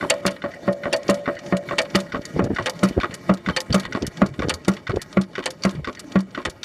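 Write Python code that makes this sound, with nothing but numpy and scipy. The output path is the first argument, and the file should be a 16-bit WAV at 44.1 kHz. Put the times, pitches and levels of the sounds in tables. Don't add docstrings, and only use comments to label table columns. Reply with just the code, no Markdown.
import sys
import numpy as np
from scipy import signal
from scipy.fft import rfft, irfft, next_fast_len
from scipy.io import wavfile
from scipy.ndimage import uniform_filter1d

SR = 44100
rng = np.random.default_rng(int(sys.argv[2]) if len(sys.argv) > 2 else 0)


def boost_factor(decibels):
    exponent = np.asarray(decibels, float) / 20
    return 10 ** exponent


def int16_out(signal):
    q = np.round(np.clip(np.atleast_2d(signal).T, -1, 1) * 32767)
    wavfile.write(sys.argv[1], SR, q.astype(np.int16))


N = 292824

EDGES = 28 * 2 ** np.arange(0, 9.4, 1 / 3)
CENTRES = np.sqrt(EDGES[1:] * EDGES[:-1])


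def at_hz(points, hz):
    table = np.array(points)
    return np.interp(np.log(hz), np.log(table[:, 0]), table[:, 1])


def in_time(rows):
    s, *columns = np.transpose(rows)
    return [np.interp(np.arange(N) / SR, s, c) for c in columns]


def later(rows, lag_s):
    return np.array(rows)[:, :1] + lag_s


def rms_one(x):
    return x / np.sqrt(np.mean(x ** 2) + 1e-20)


def drift(rate):
    r = np.exp(-40 * np.pi * rate / SR)
    chance = rng.standard_normal(N // 20 + 2002)
    slow = signal.lfilter([1], [1, -2 * r, r * r], chance)[2000:]
    return np.interp(np.arange(N) / 20, np.arange(len(slow)), rms_one(slow))


def clicks(rows, db):
    out = np.zeros(N)
    out[(np.array(rows)[:, 0] * SR).astype(int)] = boost_factor(db)
    return out + 1e-18


def swell(x, rise_s, t60):
    a, r = np.exp(-1 / (max(rise_s, 1e-4) * SR)), boost_factor(-60 / (t60 * SR))
    return signal.lfilter([1 - a], np.convolve([1, -a], [1, -r]), x)


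def one_band(noise, k):
    sos = signal.butter(2, EDGES[k:k + 2], "band", fs=SR, output="sos")
    return rms_one(signal.sosfilt(sos, noise))


def resonate(air, hz, width_hz):
    r = np.exp(-np.pi * width_hz / SR)
    for _ in range(2):
        air = signal.lfilter([1, 0, -1], [1, -2 * r * np.cos(2 * np.pi * hz / SR), r * r], air)
    return air


def whistle(start, end, hz, db, sharpness):
    i, k = int(start * SR), int(end * SR)
    out = np.zeros(N)
    air = resonate(rng.standard_normal(SR // 2), hz, hz / sharpness)
    out[i:k] = boost_factor(db) * rms_one(air[i - k:]) * np.sin(np.linspace(0, np.pi, k - i))
    return out


def is_inside(colour):
    return (CENTRES > colour[0][0]) & (CENTRES < colour[-1][0])


def shares_db(colour):
    db = at_hz(colour, CENTRES) + 10 * np.log10(np.diff(EDGES)) - 80 * ~is_inside(colour)
    return db - 10 * np.log10(np.sum(boost_factor(2 * db)))


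def strike(rows, db, modes, spread_db, contact_s):
    out = 0
    for hz, level_db, t60 in modes:
        r, w = boost_factor(-60 / (t60 * SR)), 2 * np.pi * hz / SR
        soft = np.exp(-1 / (max(contact_s, 1 / hz) * SR))
        luck_db = spread_db * np.clip(rng.standard_normal(len(rows)), -2, 2)
        blow = clicks(rows, db + level_db + luck_db)
        contact = [(1 - soft ** 2) / 2, 0, (soft ** 2 - 1) / 2]
        blow = signal.lfilter(contact, [1, -2 * soft * np.cos(w), soft ** 2], blow)
        out = out + signal.lfilter([0, np.sin(w)], [1, -2 * r * np.cos(w), r * r], blow)
    return out


# (pitch [Hz], t60 [s])
IRON_T60 = [(80, 0.044), (300, 0.14), (800, 0.16), (2000, 0.091), (5000, 0.046), (14000, 0.064)]


def clatter(rows, knots_hz, colour, level_db, rise_s, length, touches):
    own = np.array(rows)[:, 1:]
    lags, losses_db = np.transpose([(0, 0), *touches])
    times = np.clip(later(rows, lags), 0, (N - 1) / SR).reshape(-1, 1)
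    usual_db = level_db + shares_db(colour)
    bends = np.array([np.interp(np.log(CENTRES), np.log(knots_hz), o) for o in own - own.mean(axis=0)])
    power = np.zeros((len(CENTRES), N))
    for k in np.flatnonzero(is_inside(colour)):
        db = (usual_db[k] + bends[:, k, None] + losses_db).ravel()
        power[k] = swell(clicks(times, db), rise_s, length * at_hz(IRON_T60, CENTRES[k])) ** 2
    return power


def bands(grit_db, depth_db):
    grain = np.minimum(rng.exponential(1, (2, N)), 5)
    white = rng.standard_normal((2, N)) * boost_factor(grit_db * grain)
    size = next_fast_len(N)
    knots = 14 * np.arange(0, 95, .5) ** 1.6
    heights = np.minimum(rng.exponential(1, len(knots)), 2.5) / (1 + knots / 3500)
    peaks_db = depth_db * np.interp(np.arange(size // 2 + 1) * SR / size, knots, heights)
    white = irfft(rfft(white, size) * boost_factor(peaks_db), size)[:, :N]
    return [one_band(white[k % 2], k) for k in range(len(CENTRES))]


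def iron(contacts, teeth):
    ragged = drift(220)
    power = teeth.copy()
    for k in range(len(CENTRES)):
        touch = .6 * ragged + .8 * np.roll(ragged, 5000 * (k + 1))
        power[k] += contacts[k] * boost_factor(2 * 4.2 * np.clip(touch, -2, 2))
    return np.sum(np.sqrt(power) * bands(grit_db=1.5, depth_db=9.0), axis=0)


# (share of cycle, level [dB])
SLIDING = [(0, 1), (.1, -3.5), (.2, 4.5), (.3, 2.5), (.4, 0), (.47, 3.5), (.55, 10.5), (.65, -1),
           (.75, 2.5), (.85, -1), (.93, 3), (1, 9)]
# (pitch [Hz], level [dB per Hz])
RATTLE = [(24, -54), (40, -19), (162, 10.5), (241, 6), (333, 6.5), (562, 1.5), (881, -6), (2010, -6),
          (2640, -13.5), (5440, -18.5), (6320, -23), (14400, -35.5), (15500, -53)]


def gear_teeth(rattle_db):
    knock_s = np.array(KNOCKS)[:, 0]
    turns = np.interp(np.arange(N) / SR, [-.16, *knock_s, 6.67], np.arange(len(KNOCKS) + 2))
    teeth_db = 1.6 * drift(25) + np.interp(turns / 2 % 1, *np.transpose(SLIDING))
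    stray = clicks([(s, 0) for s in rng.uniform(0, N / SR, 400)], rng.normal(0, 4, 400))
    total = boost_factor(2 * teeth_db) + swell(stray, .0005, .025) ** 2
    power = np.zeros((len(CENTRES), N))
    for k, db in enumerate(shares_db(RATTLE)):
        patches_db = 2.5 * drift(12)
        power[k] = total * boost_factor(2 * (rattle_db + 7.0 + db + patches_db))
    return power


# (pitch [Hz], level [dB], t60 [s])
HOPPER = [(520, -10, 0.38), (575, 4.5, 0.25), (605, -23, 0.38), (647.3, -2.5, 0.22), (691.5, -7.5, 0.21),
          (706, -12.5, 0.17), (1847, -5.5, 0.085)]
# (pitch [Hz], level [dB], t60 [s])
HOPPER_LID = [(641, 4.5, 0.17), (794, -28, .25)]


def water_hopper(hum_db):
    knocks, returns, clacks = map(np.array, (KNOCKS, RETURNS, CLACKS))
    lag_s = .008
    blows = np.concatenate([knocks[:, [0, 2]], returns[:, :2] - [0, 4], clacks[:, :2] + [lag_s, -3.5]])
    near_db = .4 * (hum_db[(blows[:, 0] * SR).astype(int)] + 33)
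    out = strike(blows, blows[:, 1] + near_db + 4.5, HOPPER, 1, 0.0022)
    shaken = [(s, 0) for s in rng.uniform(0, N / SR, 600)]
    out += boost_factor(hum_db - 8.5) * rms_one(strike(shaken, 0, HOPPER, 4.0, 0.0025))
    return out + strike(later(clacks[:3], lag_s), clacks[:3, 1] + 2.0, HOPPER_LID, 1.4, 0.0027)


# (time [s], level [dB] near 6000 Hz)
ROD_IN_VIEW = [(0, -8), (0.5, -10), (1.3, -11.5), (1.9, -5), (2.6, -5), (3.5, 2), (4.4, -1), (5.9, -0.5),
               (6.4, -6.5)]


def rod_view_db():
    return np.interp(np.array(RETURNS)[:, 0], *np.transpose(ROD_IN_VIEW))


# (time [s], peak level [dB])
PINS = [(0.0094, -15.5), (0.419, -21.5), (0.834, -19.5), (1.257, -19), (1.6873, -17.5), (2.12, -18),
        (2.561, -16.5), (3.0086, -16), (3.461, -17), (3.923, -17.5), (4.3921, -18.5), (4.8686, -18),
        (5.3524, -18), (5.8443, -17.5), (6.3473, -18)]
# (pitch [Hz], level [dB per Hz])
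PIN_COLOUR = [(410, -32), (700, -26), (1160, 0), (1500, 0), (2710, -4.5), (3570, -9.5), (3850, -13.5),
              (5330, -10.5), (6440, -25), (14000, -67)]
# (pitch [Hz], level [dB], t60 [s])
PIN = [(1483, 2.5, 0.034), (2045, 3, 0.024), (2530, -18, 0.018), (3580, -3, 0.023), (4160, -10.5, 0.027)]


def wrist_pin():
    s, db = np.transpose(PINS)
    rows = np.transpose([s, db - np.mean(db), rod_view_db()])
    power = clatter(rows, [1600, 6000], PIN_COLOUR, -28.0, 0.0014, 1.0, [(.007, -13)])
    ring = strike(PINS, db - 3.0, PIN[:1], 0, 0.0016)
    return power, ring + strike(PINS, db - 6.0, PIN[1:], 2, 0.0017)


# (time [s], level [dB] near 600 Hz, level [dB] near 1600 Hz)
RETURNS = [(0.026, -22, -22), (0.4385, -24.5, -24.5), (0.855, -22.5, -21), (1.276, -20.5, -18.5),
           (1.709, -24, -19), (2.145, -23, -19.5), (2.585, -24.5, -15.5), (3.032, -24, -16),
           (3.486, -26, -17), (3.949, -21, -19.5), (4.42, -37, -19.5), (4.895, -26, -22), (5.379, -23, -23),
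           (5.873, -24, -23.5), (6.375, -23.5, -25)]
# (pitch [Hz], level [dB per Hz])
RETURN_COLOUR = [(47, -69), (80, 1.5), (226, 3.5), (572, -3.5), (900, -13.5), (1170, 7.5), (1300, -5.5),
                 (1510, -4.5), (3080, -13.5), (4270, -16.5), (14000, -55)]
# (pitch [Hz], level [dB], t60 [s])
BED = [(221, -13, 0.046), (257, 1.5, 0.044), (361.8, -4.5, 0.11)]
# (pitch [Hz], level [dB], t60 [s])
ROD = [(1131, 0.5, 0.071), (1522, -2, 0.031), (1942, -6, 0.055), (2310, -16.5, 0.024), (666, -9, 0.065),
       (920, -28, 0.013)]


def rod_return():
    rebound_s, rebound_db = .011, -8.5
    s, low_db, mid_db = np.transpose(RETURNS)
    rows = np.transpose([s, low_db, mid_db, 1.2 * rod_view_db()])
    touches = [(rebound_s, -4), (.021, -9)]
    power = clatter(rows, [600, 1600, 6000], RETURN_COLOUR, -19.5, 0.00082, 0.53, touches)
    ring = strike(RETURNS, low_db + 5.5, BED, 4.5, 0.0025)
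    ring += strike(RETURNS, mid_db + 3.1, ROD, 0.87, 0.00045)
    ring += strike(later(RETURNS, rebound_s), mid_db + 3.6 + rebound_db, ROD, 5.4, 0.00033)
    return power, ring


# (length [s], level [dB])
SQUEAKS = [(0.009, -36), (0.011, -40), (0.01, -41), (0.0072, -40), (.045, -43), (0.018, -48), (0.012, -42),
           (0.022, -65)]


def push_rod_squeak():
    return sum(whistle(s - length, s + 0.004, 3100, db, sharpness=90.0)
               for (s, *_), (length, db) in zip(CLACKS, SQUEAKS))


# (time [s], level [dB] near 600 Hz, near 1600 Hz, near 6000 Hz)
CLACKS = [(0.0989, -20, -7.5, -19.5), (0.927, -21, -12, -24), (1.783, -22, -7.5, -21.5),
          (2.659, -21, -9.5, -25.5), (3.563, -21, -11.5, -22.5), (4.494, -26.5, -12, -24),
          (5.457, -24, -16.5, -25.5), (6.451, -29, -14, -29.5)]
# (pitch [Hz], level [dB per Hz])
CLACK_COLOUR = [(150, -21.5), (250, -21.5), (599, -18.5), (1130, -21), (1820, -20), (2060, -16),
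                (2800, -20.5), (4150, -20), (4520, -16), (4930, -25), (8970, -33.5), (15000, -82)]
# (pitch [Hz], level [dB], t60 [s])
ROCKER = [(518.8, 0.006, 0.16)]
# (pitch [Hz], level [dB], t60 [s])
VALVE_GEAR = [(1800, -1, .09), (2500, -6, .05), (2870, -4, .06), (5200, -8, .035), (6080, -8, .03),
              (3110, -7, .07), (7150, -8, .03), (8720, -6, .02)]


def valve_clack():
    clacks = np.array(CLACKS)
    power = clatter(CLACKS, [600, 1600, 6000], CLACK_COLOUR, -15.0, 0.0008, 0.93, [(.005, -7)])
    ring = strike(clacks, clacks[:, 1] + 5.2, ROCKER, 0.19, 0.0075)
    ring += strike(later(clacks, .004), clacks[:, 3] + 4.7, VALVE_GEAR, 1.2, 0.00095)
    return power, ring


# (time [s], level [dB])
TRIPS = [(0.1, -39), (0.2643, -15), (1.0968, -15), (1.954, -14), (1.988, -32), (2.8331, -15), (2.847, -26),
         (3.7447, -14.5), (4.6819, -17.5), (5.6504, -26.5), (6.6364, -44)]
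# (time [s], level [dB])
LATCH = [(0.1394, -39), (0.5402, -49), (0.9628, -28.5), (1.8163, -29), (2.2523, -28), (2.696, -26.5),
         (3.1408, -26), (3.6032, -23.5), (4.066, -25), (4.5384, -23.5), (5.016, -24), (5.5038, -26.5),
         (5.9935, -26.5), (6.4976, -31.5)]
# (time [s], level [dB])
TAPS = [(0.276, -18.5), (0.3631, -39), (1.85, -31.5), (3.0005, -24), (3.1084, -35), (3.704, -30),
        (0.4945, -47), (5.33, -42), (3.833, -29), (3.8515, -24), (4.339, -36), (4.766, -31), (5.4251, -32),
        (5.752, -36.5), (5.9715, -54), (6.4156, -35)]
# (time [s], level [dB])
FOLLOWER = [(0.308, -37), (0.7255, -38), (1.1418, -31), (1.5675, -30.5), (2.002, -31), (2.4402, -32.5),
            (2.8863, -31), (3.3378, -34.5), (3.797, -27), (4.2614, -35), (4.7356, -37.5), (5.212, -31),
            (5.7078, -40), (6.2043, -39.5)]
# (time [s], level [dB])
LINKS = [(0.5144, -43), (0.9143, -51), (1.031, -39), (3.78, -35), (4.485, -25), (1.0802, -23.5),
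         (1.352, -40), (1.389, -32.5), (1.462, -33), (1.901, -34), (2.217, -37.5), (2.5477, -34.5),
         (2.623, -33.5), (2.791, -33), (3.372, -39.5), (3.7275, -18), (4.022, -27), (4.171, -30.5),
         (4.6477, -30), (4.716, -34), (4.959, -32.5), (5.127, -30.5), (5.234, -38), (5.438, -33),
         (5.622, -35), (5.635, -20.5), (5.692, -29.5), (5.927, -39.5), (5.949, -35), (6.119, -32.5),
         (6.188, -33.5), (6.306, -43.5), (6.631, -20)]
# (pitch [Hz], level [dB per Hz])
TICK_COLOUR = [(880, 1.5), (1500, 4), (2940, 4), (4350, 7.5), (5950, 5), (6890, -3.5), (10500, -12),
               (13900, -28), (15500, -40.5)]
# (pitch [Hz], level [dB], t60 [s])
LINK = [(2600, -11, .018), (3250, -7, .02), (3700, -9, .018), (4550, -11, .018), (5200, -9, .016),
        (5750, -7, .018), (6100, -9, .016)]


def small_ticks():
    kinds = [(TRIPS, (-7, 1.5, -13)), (LATCH, (-9.5, 4.5, -9.5)), (FOLLOWER, (-4, 5.5, -10)),
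             (LINKS, (-7.5, -3, -27)), (TAPS, (-2, -14, -27.5))]
    rows = np.array([(s, *(db + np.array(tilt))) for table, tilt in kinds for s, db in table])
    power = clatter(rows, [3000, 6000, 11000], TICK_COLOUR, -32.0, 0.00081, 0.73, [(.007, -17.5)])
    return power, strike(LINKS, np.array(LINKS)[:, 1] + 3.0, LINK, 2.5, .001)


# (time [s], peak level [dB] near 8000 Hz, near 3000 Hz)
SNAPS = [(0.101, -13, -14), (.1018, 1, -7.5), (.107, -28, 3), (.1106, -40, -16), (.2626, -15, -25),
         (.2674, -15, -9), (.2748, -23, -29), (.9312, -13, -2.5), (.9356, -33, -10), (1.0956, -25, -36),
         (1.1002, -14, -7), (1.108, -15, -14), (1.7822, -26, -8), (1.7882, -25, 2), (1.9534, -22, -22),
         (1.958, -32, -12), (1.9654, -29, -15), (2.66, -24, -17), (2.6652, -37, -12), (2.8344, -17, -37),
         (2.8398, -25, -21), (2.846, -27, -28), (3.5632, -33, -19), (3.5692, -30, -22),
         (3.7441, -14.5, -25), (3.7494, -12, -8), (4.0666, -16, -34), (4.4955, -9.5, -10),
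         (4.5024, -34, -5), (4.681, -15.5, -29), (4.686, -26, -18), (5.4583, -11.5, -8), (5.6503, -24, -16),
         (5.6535, -23, -33), (6.452, -40, -26), (6.6385, -39, -15)]
# (pitch [Hz], level [dB], t60 [s])
SNAP_TOP = [(6470, -9, 0.01), (7400, -4.5, 0.0079), (8850, -3.5, 0.0056), (9370, -4.5, 0.0063),
            (10470, -22, .012), (12400, -24, .012)]
# (pitch [Hz], level [dB], t60 [s])
SNAP_BODY = [(2120, -16, 0.011), (2780, -5.5, 0.013), (3380, -11, 0.013), (3680, -14, 0.0088),
             (5620, -24, 0.0092)]


def steel_snaps():
    _, top_db, body_db = np.transpose(SNAPS)
    return strike(SNAPS, top_db, SNAP_TOP, 1.5, .0002) + strike(SNAPS, body_db, SNAP_BODY, 1.6, 0.00029)


# (time [s], level [dB])
PAWL = [(0.1044, -14), (0.9373, -16.5), (1.0835, -36), (1.788, -13), (2.254, -31), (2.663, -30),
        (3.5717, -16.5), (3.726, -14.5), (4.5008, -22), (4.5416, -25.5), (5.461, -23), (5.622, -35),
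        (5.6359, -19.5), (6.456, -41)]
# (pitch [Hz], level [dB], t60 [s])
PAWL_MODES = [(4580, 0, .04), (4440, -5, .03)]


def pawl():
    return strike(PAWL, np.array(PAWL)[:, 1] + 2.0, PAWL_MODES, 1, 0.00038)


# (time [s], level [dB] near 200 Hz, near 600 Hz, near 1600 Hz)
KNOCKS = [(0.252, -21, -20.5, -20.5), (0.678, -19, -20, -21), (1.09, -18.5, -18, -13),
          (1.524, -16, -20.5, -17.5), (1.948, -18, -21, -10), (2.392, -17, -17.5, -18),
          (2.83, -13.5, -16, -17), (3.293, -12, -17, -14), (3.743, -14, -17, -14.5), (4.217, -10, -18, -14),
          (4.68, -12.5, -18.5, -20.5), (5.17, -12, -23.5, -18), (5.649, -14, -21, -16),
          (6.156, -13.5, -22.5, -18.5)]
# (pitch [Hz], level [dB per Hz])
KNOCK_COLOUR = [(35, -76), (60, -63), (140, -31), (225, 4), (325, 1.5), (615, -5.5), (827, -13), (1400, -4),
                (1570, -14), (2060, -11.5), (14000, -55.5)]
# (pitch [Hz], level [dB], t60 [s])
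CRANKCASE = [(202, -36, 0.077), (326, -20, 0.2), (569, 3.5, 0.02), (350, -15.5, 0.21), (430, -2, 0.029),
             (1135, -9, 0.088), (1393, -9.5, 0.088), (1293, -27.5, 0.075), (642.7, -19.5, 0.19),
             (1697, -20, 0.098), (2070, -13, 0.049), (2487, -22, 0.057)]
# (pitch [Hz], level [dB], t60 [s])
SKID = [(80, 29.5, 0.0098), (133.3, 17, 0.084)]
# (pitch [Hz], t60 [s])
BOOMS = [(192, 0.14), (192, 0.12), (198.6, 0.16), (188, 0.13), (193.6, 0.18), (190, 0.097), (194, 0.16),
         (192.5, 0.14), (193.2, 0.15), (195.5, 0.086), (196, 0.12), (193, 0.14), (194.6, 0.127),
         (192.4, 0.18)]


def big_end_knock():
    low_db = np.array(KNOCKS)[:, 1]
    touches = [(-.006, -15), (.022, -18.5), (.04, -22.5)]
    power = clatter(KNOCKS, [200, 600, 1600], KNOCK_COLOUR, -12.0, 0.0012, 0.69, touches)
    ring = -strike(KNOCKS, low_db + 5.4, CRANKCASE, 1.0, 0.00066)
    ring += strike(KNOCKS, low_db - 16, SKID, 1.5, .004)
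    for (s, db, *_), (hz, t60) in zip(KNOCKS, BOOMS):
        ring += strike([(s + 0.00048,)], db, [(hz - 1.5, 12.5, t60)], 0, .00066)
    t, slap_hz = np.arange(-300, 301) / SR, 437
    slap = -np.cos(2 * np.pi * slap_hz * t) * np.exp(-(2 * slap_hz * t) ** 2)
    ring += np.convolve(clicks(later(KNOCKS, 0.0036), low_db + 6.5), slap, "same")
    return power, ring


# (time [s], peak level [dB])
SEAT = [(0.3642, -33), (0.519, -40), (0.5372, -26.5), (0.563, -35), (1.367, -25), (1.38, -28),
        (2.0672, -33), (2.2233, -43), (2.2514, -31), (3.129, -27.5), (3.856, -25), (4.0316, -35),
        (4.048, -26.5), (4.994, -32), (5.972, -26.5), (5.9864, -40)]
# (pitch [Hz], level [dB], t60 [s])
SEAT_MODES = [(1882, -0.5, 0.055), (1973, -2, 0.047), (1490, -7, 0.033), (2930, -12, 0.038),
              (4500, -15, 0.046)]


def spring_seat():
    return strike(SEAT, np.array(SEAT)[:, 1] - 1.5, SEAT_MODES, 1.8, 0.0012)


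LATCH_DROPS_S = [0.542, 1.379, 2.252, 3.141, 4.066, 5.014, 5.994]
# (pitch [Hz], width [Hz], level [dB], lag [s], length [s])
WHEEZE = [
    (1840, 540, -42.5, -0.0047, 0.05),
    (5900, 1800, -55, 0.084, 0.071),
]


def wheeze():
    t, out = np.arange(N) / SR, 0
    for hz, width_hz, db, lag_s, length_s in WHEEZE:
        air = rms_one(resonate(rng.standard_normal(N), hz, width_hz))
        puffs = sum(np.exp(-(2 * (t - s - lag_s) / length_s) ** 2) for s in LATCH_DROPS_S)
        out = out + boost_factor(db + np.clip(drift(20), -2, 2)) * puffs * air
    return out


# (start [s], end [s], level [dB])
DRAUGHT = [(2.131, 2.18, -27.5), (2.335, 2.427, -25.5), (2.396, 2.49, -18.5), (2.488, 2.547, -19),
           (2.585, 2.65, -50), (2.896, 2.905, -29), (2.966, 2.999, -9.5), (3.097, 3.102, -19.5),
           (3.454, 3.54, -23.5), (3.692, 3.733, -15), (3.817, 4.003, -32.5), (4.007, 4.069, -20),
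           (4.21, 4.34, -36.5), (4.379, 4.448, -21), (4.427, 4.495, -19.5), (4.493, 4.59, -36),
           (4.89, 4.915, -14), (4.94, 4.999, -20), (5.686, 5.83, -38.5), (5.868, 5.888, -29),
           (6.066, 6.157, -69), (6.452, 6.496, -23)]
# (pitch [Hz], level [dB per Hz])
BUFFET = [(25, 5.5), (50, 3), (100, 6.5), (250, 0), (500, -3), (1000, -29.5), (2000, -23)]


def draught():
    t = np.arange(N) / SR
    gusts = boost_factor(-49.0)
    for start, end, db in DRAUGHT:
        gusts = gusts + boost_factor(db) * np.sin(np.pi * np.clip((t - start) / (end - start), 0, 1))
    white, wind = rng.standard_normal((2, N)), 0
    lumps_db = 4.16 * np.clip(drift(53.0), -2, 2)
    for k, db in enumerate(shares_db(BUFFET)[:19]):
        wind = wind + boost_factor(db + lumps_db * min(CENTRES[k] / 200, 1.5)) * one_band(white[k % 2], k)
    return gusts * rms_one(wind)


# (time [s], peak level [dB], pitch [Hz], push 1 or pull -1)
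POPS = [(2.194, -12.5, 241, 1), (2.365, -4.5, 300, 1), (2.431, -20, 260, 1), (2.443, -8, 298, -1),
        (2.5144, -7.5, 306, 1), (2.911, -9.5, 248, 1), (2.979, 2.5, 340, 1), (3.7091, -8, 137, 1),
        (3.722, -21, 250, 1), (4.03, -5.5, 255, 1), (4.045, -11, 263, -1), (4.08, -13.5, 147, 1),
        (4.392, -8, 197, -1), (4.404, -8.5, 350, 1), (4.4851, -5, 346, -1), (4.942, -9, 308, -1),
        (4.972, -1, 388, 1), (5.751, -16, 200, 1)]


def eddy_pops():
    out, t = np.zeros(N), np.arange(-900, 900) / SR
    for s, db, hz, sign in POPS:
        spike = np.cos(2 * np.pi * hz * t) * np.exp(-np.abs(t) * 3 * hz)
        middle = int(s * SR)
        out[middle - 900:middle + 900] += np.sign(sign) * boost_factor(db) * spike
    return out


# (start [s], end [s], pitch [Hz], level [dB])
ROLLS = [(2.334, 2.39, 150, -23), (2.341, 2.387, 275, -21.5), (2.496, 2.542, 245, -25),
         (2.58, 2.66, 97, -34), (2.957, 3, 329, -21), (3.467, 3.511, 195.5, -17), (4.305, 4.349, 126, -28),
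         (4.367, 4.48, 91, -33), (4.417, 4.44, 476, -23), (4.484, 4.615, 80, -35.5),
         (4.927, 4.955, 393, -19.5), (4.93, 4.972, 88, -36), (5.73, 5.82, 148, -25.5),
         (5.766, 5.867, 69, -32.5), (6.025, 6.139, 283, -36)]


def rolling_air():
    return sum(whistle(*row, sharpness=5.4) for row in ROLLS)


# (time [s], rattle level [dB], hopper hum level [dB])
RUNNING = [(0.0, -43.5, -36.5), (0.4, -49, -28.5), (1.05, -46.5, -28), (1.59, -46.5, -28.5),
           (3.22, -46.5, -74.5), (3.8, -47, -111), (4.79, -51.5, -78), (6.64, -51, -85)]


def scene():
    rattle_db, hum_db = in_time(RUNNING)
    contacts, out = 0, water_hopper(hum_db)
    for contact in (wrist_pin, rod_return, valve_clack, small_ticks, big_end_knock):
        power, ring = contact()
        contacts = contacts + power
        out += ring
    out += iron(contacts, gear_teeth(rattle_db))
    out += push_rod_squeak() + steel_snaps() + pawl() + spring_seat()
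    out += wheeze() + draught() + eddy_pops() + rolling_air()
    return out[None]


def roll_off(x):
    return signal.sosfilt(signal.butter(12, 15790, fs=SR, output="sos"), x)


def record(dry):
    x = signal.sosfilt(signal.butter(3, 45, "high", fs=SR, output="sos"), dry)
    x = signal.sosfilt(signal.cheby2(10, 40, 15900, fs=SR, output="sos"), x)
    fall_db = 160 * np.arange(N) / SR
    held_db = np.maximum.accumulate(20 * np.log10(np.abs(x[0]) + 1e-9) + fall_db) - fall_db
    duck_db = 0.064 * np.maximum(held_db + 14.5, 0)
    x = x * boost_factor(-uniform_filter1d(duck_db, size=200))
    mix = 0.93 * np.tanh(x / 1.357)
    return roll_off(mix)


dry = scene()
out = record(dry)
int16_out(out)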